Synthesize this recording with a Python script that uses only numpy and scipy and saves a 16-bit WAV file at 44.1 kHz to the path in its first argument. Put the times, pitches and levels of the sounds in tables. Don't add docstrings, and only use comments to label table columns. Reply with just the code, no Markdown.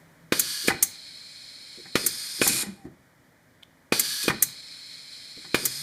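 import sys
import numpy as np
from scipy import signal
from scipy.fft import rfft, irfft, next_fast_len
from scipy.io import wavfile
from scipy.ndimage import uniform_filter1d, minimum_filter1d, map_coordinates

SR = 44100
rng = np.random.default_rng(int(sys.argv[2]) if len(sys.argv) > 2 else 0)


def dump_mix(stems):
    frames = np.atleast_2d(stems).T
    limited = np.clip(frames, -1, 1)
    pcm = np.round(limited * 32767).astype(np.int16)
    wavfile.write(sys.argv[1], SR, pcm)


N = 256662
TIME = np.arange(N) / SR

# stroke, start_s, air_db
STROKE_SEQUENCE = [("first out", .3214, -31.5), ("second out", .6817, -45), ("first back", 1.9538, -33.5),
                   ("second back", 2.4146, -24.5), ("first out", 3.9218, -29),
                   ("second out", 4.2795, -43.5), ("first back", 5.5435, -34)]
# freq_hz, relative level_db per Hz
CRACK_SPECTRUM = [(60, -44.5), (300, -14), (1000, 2.5), (3200, 0.5), (4600, 0.5), (6000, -8), (10000, -9),
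                  (15000, -16)]
# freq_hz, relative level_db per Hz
BOARD_SPECTRUM = [(25, -39), (70, -8.5), (110, -6.5), (140, 2), (200, 0.5), (260, -5.5), (350, 1),
                  (480, -20.5), (600, -15), (1500, -35), (5000, -66.5)]

BLAST_RISE_S, BLAST_T60_S = 0.0007, 0.055
DART_S = 0.21


def amp(db):
    return 10 ** (np.asarray(db) / 20)


def unit(x):
    return x / np.sqrt(np.mean(x ** 2) + 1e-20)


def along(points, hz):
    point_hz, values = np.transpose(points)
    return np.interp(np.log(hz + 1), np.log(point_hz + 1), values)


def filtered(x, response):
    size = next_fast_len(N + SR // 2)
    spectrum = rfft(x, size)
    return irfft(spectrum * response(np.fft.rfftfreq(size, 1 / SR)), size)[:N]


def resonate(x, modes):
    def response(hz):
        total = 0
        for k, (centre_hz, width_hz, db) in enumerate(modes):
            damping = 1j * hz * width_hz
            total = total + (-1) ** k * amp(db) * damping / (centre_hz ** 2 - hz ** 2 + damping)
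        return total
    return filtered(x, response)


def white():
    return rng.standard_normal(N)


def noise(spectrum, peaks=()):
    def response(hz):
        lift = sum(db * np.exp(-((hz - peak_hz) / width_hz) ** 2) for peak_hz, width_hz, db in peaks)
        return amp(along(spectrum, hz) + lift)
    return unit(filtered(white(), response))


def wobble(rate):
    knots = rng.standard_normal(int(N * rate / SR) + 4)
    return map_coordinates(knots, [TIME * rate])


def burst(start, rise, hold, t60):
    t = TIME - start
    return np.clip(t / rise, 0, 1) * amp(-60 * np.clip((t - hold) / t60, 0, 2))


def impulses(rows):
    times, levels = np.transpose(rows)
    return np.bincount(np.round(times * SR).astype(int), amp(levels), N)[:N]


def each(rows):
    return [(start + delay, *rest)
            for stroke, start, _ in STROKE_SEQUENCE
            for name, delay, *rest in rows if name == stroke]


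def staggering_tones(rows, t60):
    out = np.zeros(N)
    for start, length, hz, width_hz, db in rows:
        pitch = hz + 0.5 * width_hz * wobble(2 * width_hz)
        strength = amp(3.9 * wobble(2 * width_hz))
        tone = unit(strength * np.sin(2 * np.pi * np.cumsum(pitch) / SR))
        out += amp(db) * burst(start, 0.008, length, t60) * tone
    return out


def background():
    # freq_hz, relative level_db per Hz
    floor_spectrum = [(15, -47), (25, -20.5), (160, -3), (221, -11), (253, -3.5), (399, -15), (631, -10),
                      (703, -16), (895, -15), (1050, -17), (1200, -17.5), (1660, -14), (1950, -12.5),
                      (2630, -25), (15500, -32.5)]
    # start_s, length_s, pitch_hz, width_hz, level_db
    hum_rows = [(0, 0.48, 159.6, 9.37, -58.5), (5.55, .3, 133.6, 9, -50.5)]
    settled_db, early_lift_db, settled_s = -60, 4, 0.83
    level = amp(settled_db + early_lift_db * np.clip(1 - TIME / settled_s, 0, 1))
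    return level * noise(floor_spectrum) + staggering_tones(hum_rows, t60=0.329)


def thump(start, hz):
    u = (np.pi * hz * (TIME - start)) ** 2
    return (2 * u - 1) * np.exp(-u)


def valves():
    landings = {"first out": (-21, -19.5), "second out": (-19.5, -21), "first back": (-20, -19),
                "second back": (-18.5, -24.5)}
    # freq_hz, width_hz, relative level_db
    steel_modes = [(750, 100, -7), (1124, 160, -5), (1380, 220, -2), (1560, 100, 2), (1738, 63, 1.5),
                   (2065, 69, -4), (2202, 42, 4.5), (2469, 137, 8), (3380, 100, -6), (4020, 59, -10)]
    thump_db, thump_hz, thump_delay_s, shudder_db = -8.5, 344, 0.00259, -35
    jolt, strike, landing, crack, shudder = np.zeros((5, N))
    for stroke, start, _ in STROKE_SEQUENCE:
        ring_db, crack_db = landings[stroke]
        jolt += amp(thump_db) * thump(start + thump_delay_s, thump_hz)
        shudder += amp(shudder_db) * burst(start + 0.001, 0.0022, 0.0049, 0.086)
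        landing[round((start + 0.0012) * SR)] = amp(ring_db + 24.0)
        scrape = burst(start, 0.0002, 0.00069, 0.021) + amp(-9.5) * burst(start, 0.002, 0.004, 0.15)
        strike += amp(ring_db) * scrape
        crack += amp(crack_db) * burst(start + 0.0015, 0.00018, 0.00129, 0.079)
    ring = resonate(landing + strike * white(), steel_modes) / np.std(resonate(white(), steel_modes))
    return jolt + shudder * noise(BOARD_SPECTRUM) + ring + crack * noise(CRACK_SPECTRUM)


def flow(stroke, rise, t60, sag_db_per_s, longest=np.inf):
    ends = [start for _, start, _ in STROKE_SEQUENCE[1:]] + [N / SR]
    out = np.zeros(N)
    for (name, start, db), end in zip(STROKE_SEQUENCE, ends):
        if name == stroke:
            length = min(end - start, longest)
            sag_db = sag_db_per_s * np.clip(TIME - start, 0, length)
            out += burst(start, rise, length, t60) * amp(db - sag_db)
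    return out


def cushion():
    cushion_s, below_stroke_db, fade_db_per_s = 0.24, -30.5, 62
    out = np.zeros(N)
    for stroke, start, db in STROKE_SEQUENCE:
        if stroke == "second back":
            entry = start + DART_S
            fade_db = fade_db_per_s * np.clip(TIME - entry, 0, cushion_s)
            out += burst(entry, BLAST_RISE_S, cushion_s, BLAST_T60_S) * amp(db + below_stroke_db - fade_db)
    return out


def exhaust():
    # freq_hz, relative level_db per Hz
    out_jet, back_jet = [(40, -34), (170, -26.5), (700, -25), (1400, -5), (2400, -5.5), (3600, 2.5),
                         (5400, 1.5), (7000, -2), (12500, -5.5), (15500, -17)], [(40, -35.5), (170, -14.5), (700, -16), (1400, -5), (2400, 3),
                                          (3000, -5), (3600, 5.5), (7000, 1), (12500, -2), (15500, -23)]
    blast_jet, slow_jet = [(40, -32.5), (200, -12.5), (700, -12.5), (1500, -2.5), (3000, -4), (6000, -1),
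                           (10500, 1.5), (12500, -6), (15500, -14)], [(60, -39), (500, -24), (1000, -12), (1600, 1.5), (2400, 3.5),
                                              (3600, 4), (6500, -2.5), (10000, -3), (12500, -11.5),
                                              (15500, -21)]
    # freq_hz, width_hz, lift_db
    out_peaks, back_peaks = [(1665, 77, 11.2), (2890, 770, 2.4), (4576, 470, 9.2), (5940, 100, 5.9),
                             (8970, 720, 6.3), (11250, 440, 5.5), (14170, 450, 7.3)], [(1640, 130, 4.6), (3320, 200, 4.1), (4290, 110, 8),
                                                (4900, 510, 10), (6550, 132, 2.7), (9010, 440, 10.7),
                                                (11500, 285, 3), (13200, 250, 4)]
    blast_peaks, slow_peaks = [(2490, 230, 10.2), (4260, 760, 7.4), (5300, 160, 6.3), (7130, 280, 7),
                               (8640, 350, 7.4), (9800, 150, 3.1), (11260, 360, 8)], [(2280, 200, 7), (2870, 160, -5), (3240, 150, 3.6),
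                                                    (4210, 440, 18), (5144, 390, 12.5), (6110, 141, 5),
                                                    (7080, 120, 7.8), (7650, 220, 7.2), (8980, 440, 6.5)]
    # start_s, length_s, level_db
    spit_rows = [(0.673, .009, -24), (4.229, 0.012, -26.5)]

    air = flow("first out", rise=0.005, t60=0.15, sag_db_per_s=3.5) * noise(out_jet, out_peaks)
    air += flow("second out", rise=0.044, t60=0.1, sag_db_per_s=0.2) * noise(slow_jet, slow_peaks)
    air += flow("first back", rise=0.006, t60=0.1, sag_db_per_s=3.5) * noise(back_jet, back_peaks)

    blast = flow("second back", BLAST_RISE_S, BLAST_T60_S, sag_db_per_s=9, longest=DART_S)
    blast += cushion()
    for start, length, db in spit_rows:
        blast += amp(db) * burst(start, BLAST_RISE_S, length, BLAST_T60_S)
    air += blast * noise(blast_jet, blast_peaks)

    flutter_db = 0.45 * wobble(14) + 0.71 * wobble(78)
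    return air * amp(flutter_db)


def rollers():
    # stroke, delay_s (negative: ahead of the valve), length_s, level_db
    rub_rows = [("first out", 0.019, 0.012, -47), ("second out", -0.046, .025, -43.5),
                ("first back", -0.1824, .03, -49.5), ("first back", .081, 0.028, -39.5),
                ("second back", -0.027, .007, -40), ("second back", 0.074, .016, -32),
                ("second back", .214, .0055, -37)]
    pitch_hz, width_hz = 345, 175
    rubs = [(start, length, pitch_hz, width_hz, db) for start, length, db in each(rub_rows)]
    return staggering_tones(rubs, t60=0.11)


def puffs():
    # stroke, delay_s, level_db of the top
    vent_rows = [("first out", .072, -15), ("second out", .1432, -13.5), ("first back", .1087, -17),
                 ("second back", .0602, -17)]
    # freq_hz, relative level_db per Hz
    top_spectrum, body_spectrum = [(1000, -67), (4500, -37.5), (6500, -13), (8000, -6), (10500, -3),
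                                   (12000, 1), (14000, -8), (15200, -2), (15800, -38)], [(50, -36), (280, -9), (700, -23), (2000, -4),
                                                     (3000, -10.5), (5200, -5), (6400, 5), (7500, 2.5),
                                                     (10000, -26)]
    # freq_hz, width_hz, lift_db
    top_peaks = [(6150, 62, 5), (6750, 170, -12.5), (8430, 230, 6.5), (9460, 200, 4), (12100, 230, -5),
                 (12820, 250, 1)]
    body_db = -3
    top = sum(amp(db) * burst(start, 0.0021, 0.005, 0.048) for start, db in each(vent_rows))
    body = sum(amp(db + body_db) * burst(start, 0.003, 0.0026, 0.061) for start, db in each(vent_rows))
    return top * noise(top_spectrum, top_peaks) + body * noise(body_spectrum)


def knocks():
    # stroke, delay_s (negative: ahead of the valve), board_db, metal rattle_db, board t60_s
    knock_rows = [("second out", .018, -28.5, -22.5, 0.15), ("second out", .062, -37, -51, .14),
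                  ("first back", -.1, -47, -45, 0.12), ("second back", .049, -27.5, -26, 0.071),
                  ("second back", .115, -38, -55, 0.39), ("second back", .215, -50, -37, 0.15),
                  ("second back", .244, -43, -46.5, 0.41), ("second back", .435, -38, -56, 0.21)]
    # freq_hz, width_hz, relative level_db
    fitting_modes = [(790, 50, 1), (1023, 70, -2), (1190, 130, -5), (1530, 80, -0.5), (1816, 70, 2),
                     (2034, 150, -2), (2430, 200, -11.5), (4020, 2100, -18.5)]
    strike_db = 0.5
    contacts_per_s = 900
    bumps = each(knock_rows)
    board = sum(amp(db) * burst(start, 0.0047, 0.0045, t60) for start, db, _, t60 in bumps)
    metal = sum(amp(db) * burst(start, 0.0015, 0.004, 0.55 * t60) for start, _, db, t60 in bumps)
    strikes = impulses([(start + 0.001, db + strike_db) for start, _, db, _ in bumps])
    chatter = np.sign(white()) * (rng.random(N) < contacts_per_s / SR)
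    rattle = resonate(strikes + metal * chatter, fitting_modes) / np.std(resonate(chatter, fitting_modes))
    return board * noise(BOARD_SPECTRUM) + rattle


def seal_groans():
    # stroke, delay_s, length_s, pitch_hz, width_hz, level_db
    groan_rows = [("second back", .245, 0.054, 197, 20, -39), ("second back", 0.427, 0.021, 280, 22, -41)]
    return staggering_tones(each(groan_rows), t60=0.093)


def squeaks():
    # stroke, delay_s, length_s, start_hz, end_hz, level_db
    squeak_rows = [("second back", .356, 0.083, 820, 762, -59.5)]
    out = np.zeros(N)
    for start, length, start_hz, end_hz, db in each(squeak_rows):
        glide = np.interp(TIME, [start, start + length], [start_hz, end_hz])
        pitch = glide * (1 + 0.0087 * wobble(120))
        tone = np.sqrt(2) * np.sin(2 * np.pi * np.cumsum(pitch) / SR)
        out += amp(db + 1.4 * wobble(70)) * burst(start, 0.017, length, 0.06) * tone
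    return out


def start_button():
    # start_s, peak level_db of the ring
    click_rows = [(3.627, -42), (3.6318, -31)]
    # freq_hz, width_hz, relative level_db
    button_modes = [(2250, 300, -9), (3080, 280, -2), (3520, 200, 0.5), (4245, 120, -14), (7000, 2900, -30)]
    snap_db = -20
    single_ring = resonate(impulses([(0, 0)]), button_modes)
    ring = resonate(impulses(click_rows), button_modes) / np.abs(single_ring).max()
    snap = sum(amp(db + snap_db) * burst(start, 0.001, 0.0023, 0.02) for start, db in click_rows)
    return ring + snap * noise(CRACK_SPECTRUM)


def room(x):
    # freq_hz, t60_s
    room_decay = [(100, 0.99), (300, 0.36), (1000, 0.52), (4000, 0.42), (9000, 0.27), (15000, 0.21)]
    hz, t, cells = signal.stft(rng.standard_normal(SR), SR, nperseg=256)
    decay = amp(-60 * t / along(room_decay, hz)[:, None])
    tail = signal.istft(cells * decay, SR, nperseg=256)[1]
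    tail *= np.clip(np.arange(len(tail)) / SR / 0.0033, 0, 1)
    return signal.fftconvolve(x, tail / np.linalg.norm(tail))[:N]


def scene():
    blows = valves() + rollers() + knocks() + seal_groans() + squeaks()
    vents, air, button = puffs(), exhaust(), start_button()
    send = amp(-14) * blows + amp(-15.5) * vents + amp(-13) * air + amp(-18) * button
    return (background() + blows + vents + air + button + room(send))[None]


def record(dry):
    notch_hz, width_hz, depth_db = 2700, 120, -10
    ceiling, hold_s, top_hz = 0.72, 0.001, 15350
    x = filtered(dry[0], lambda hz: amp(depth_db * np.exp(-((hz - notch_hz) / width_hz) ** 2)))
    needed_gain = ceiling / np.maximum(np.abs(x), ceiling)
    hold = round(hold_s * SR)
    x = x * uniform_filter1d(minimum_filter1d(needed_gain, size=hold), size=hold)
    return filtered(x, lambda hz: 1 / np.sqrt(1 + (hz / top_hz) ** 200))[None]


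dry = scene()
out = record(dry)
dump_mix(out)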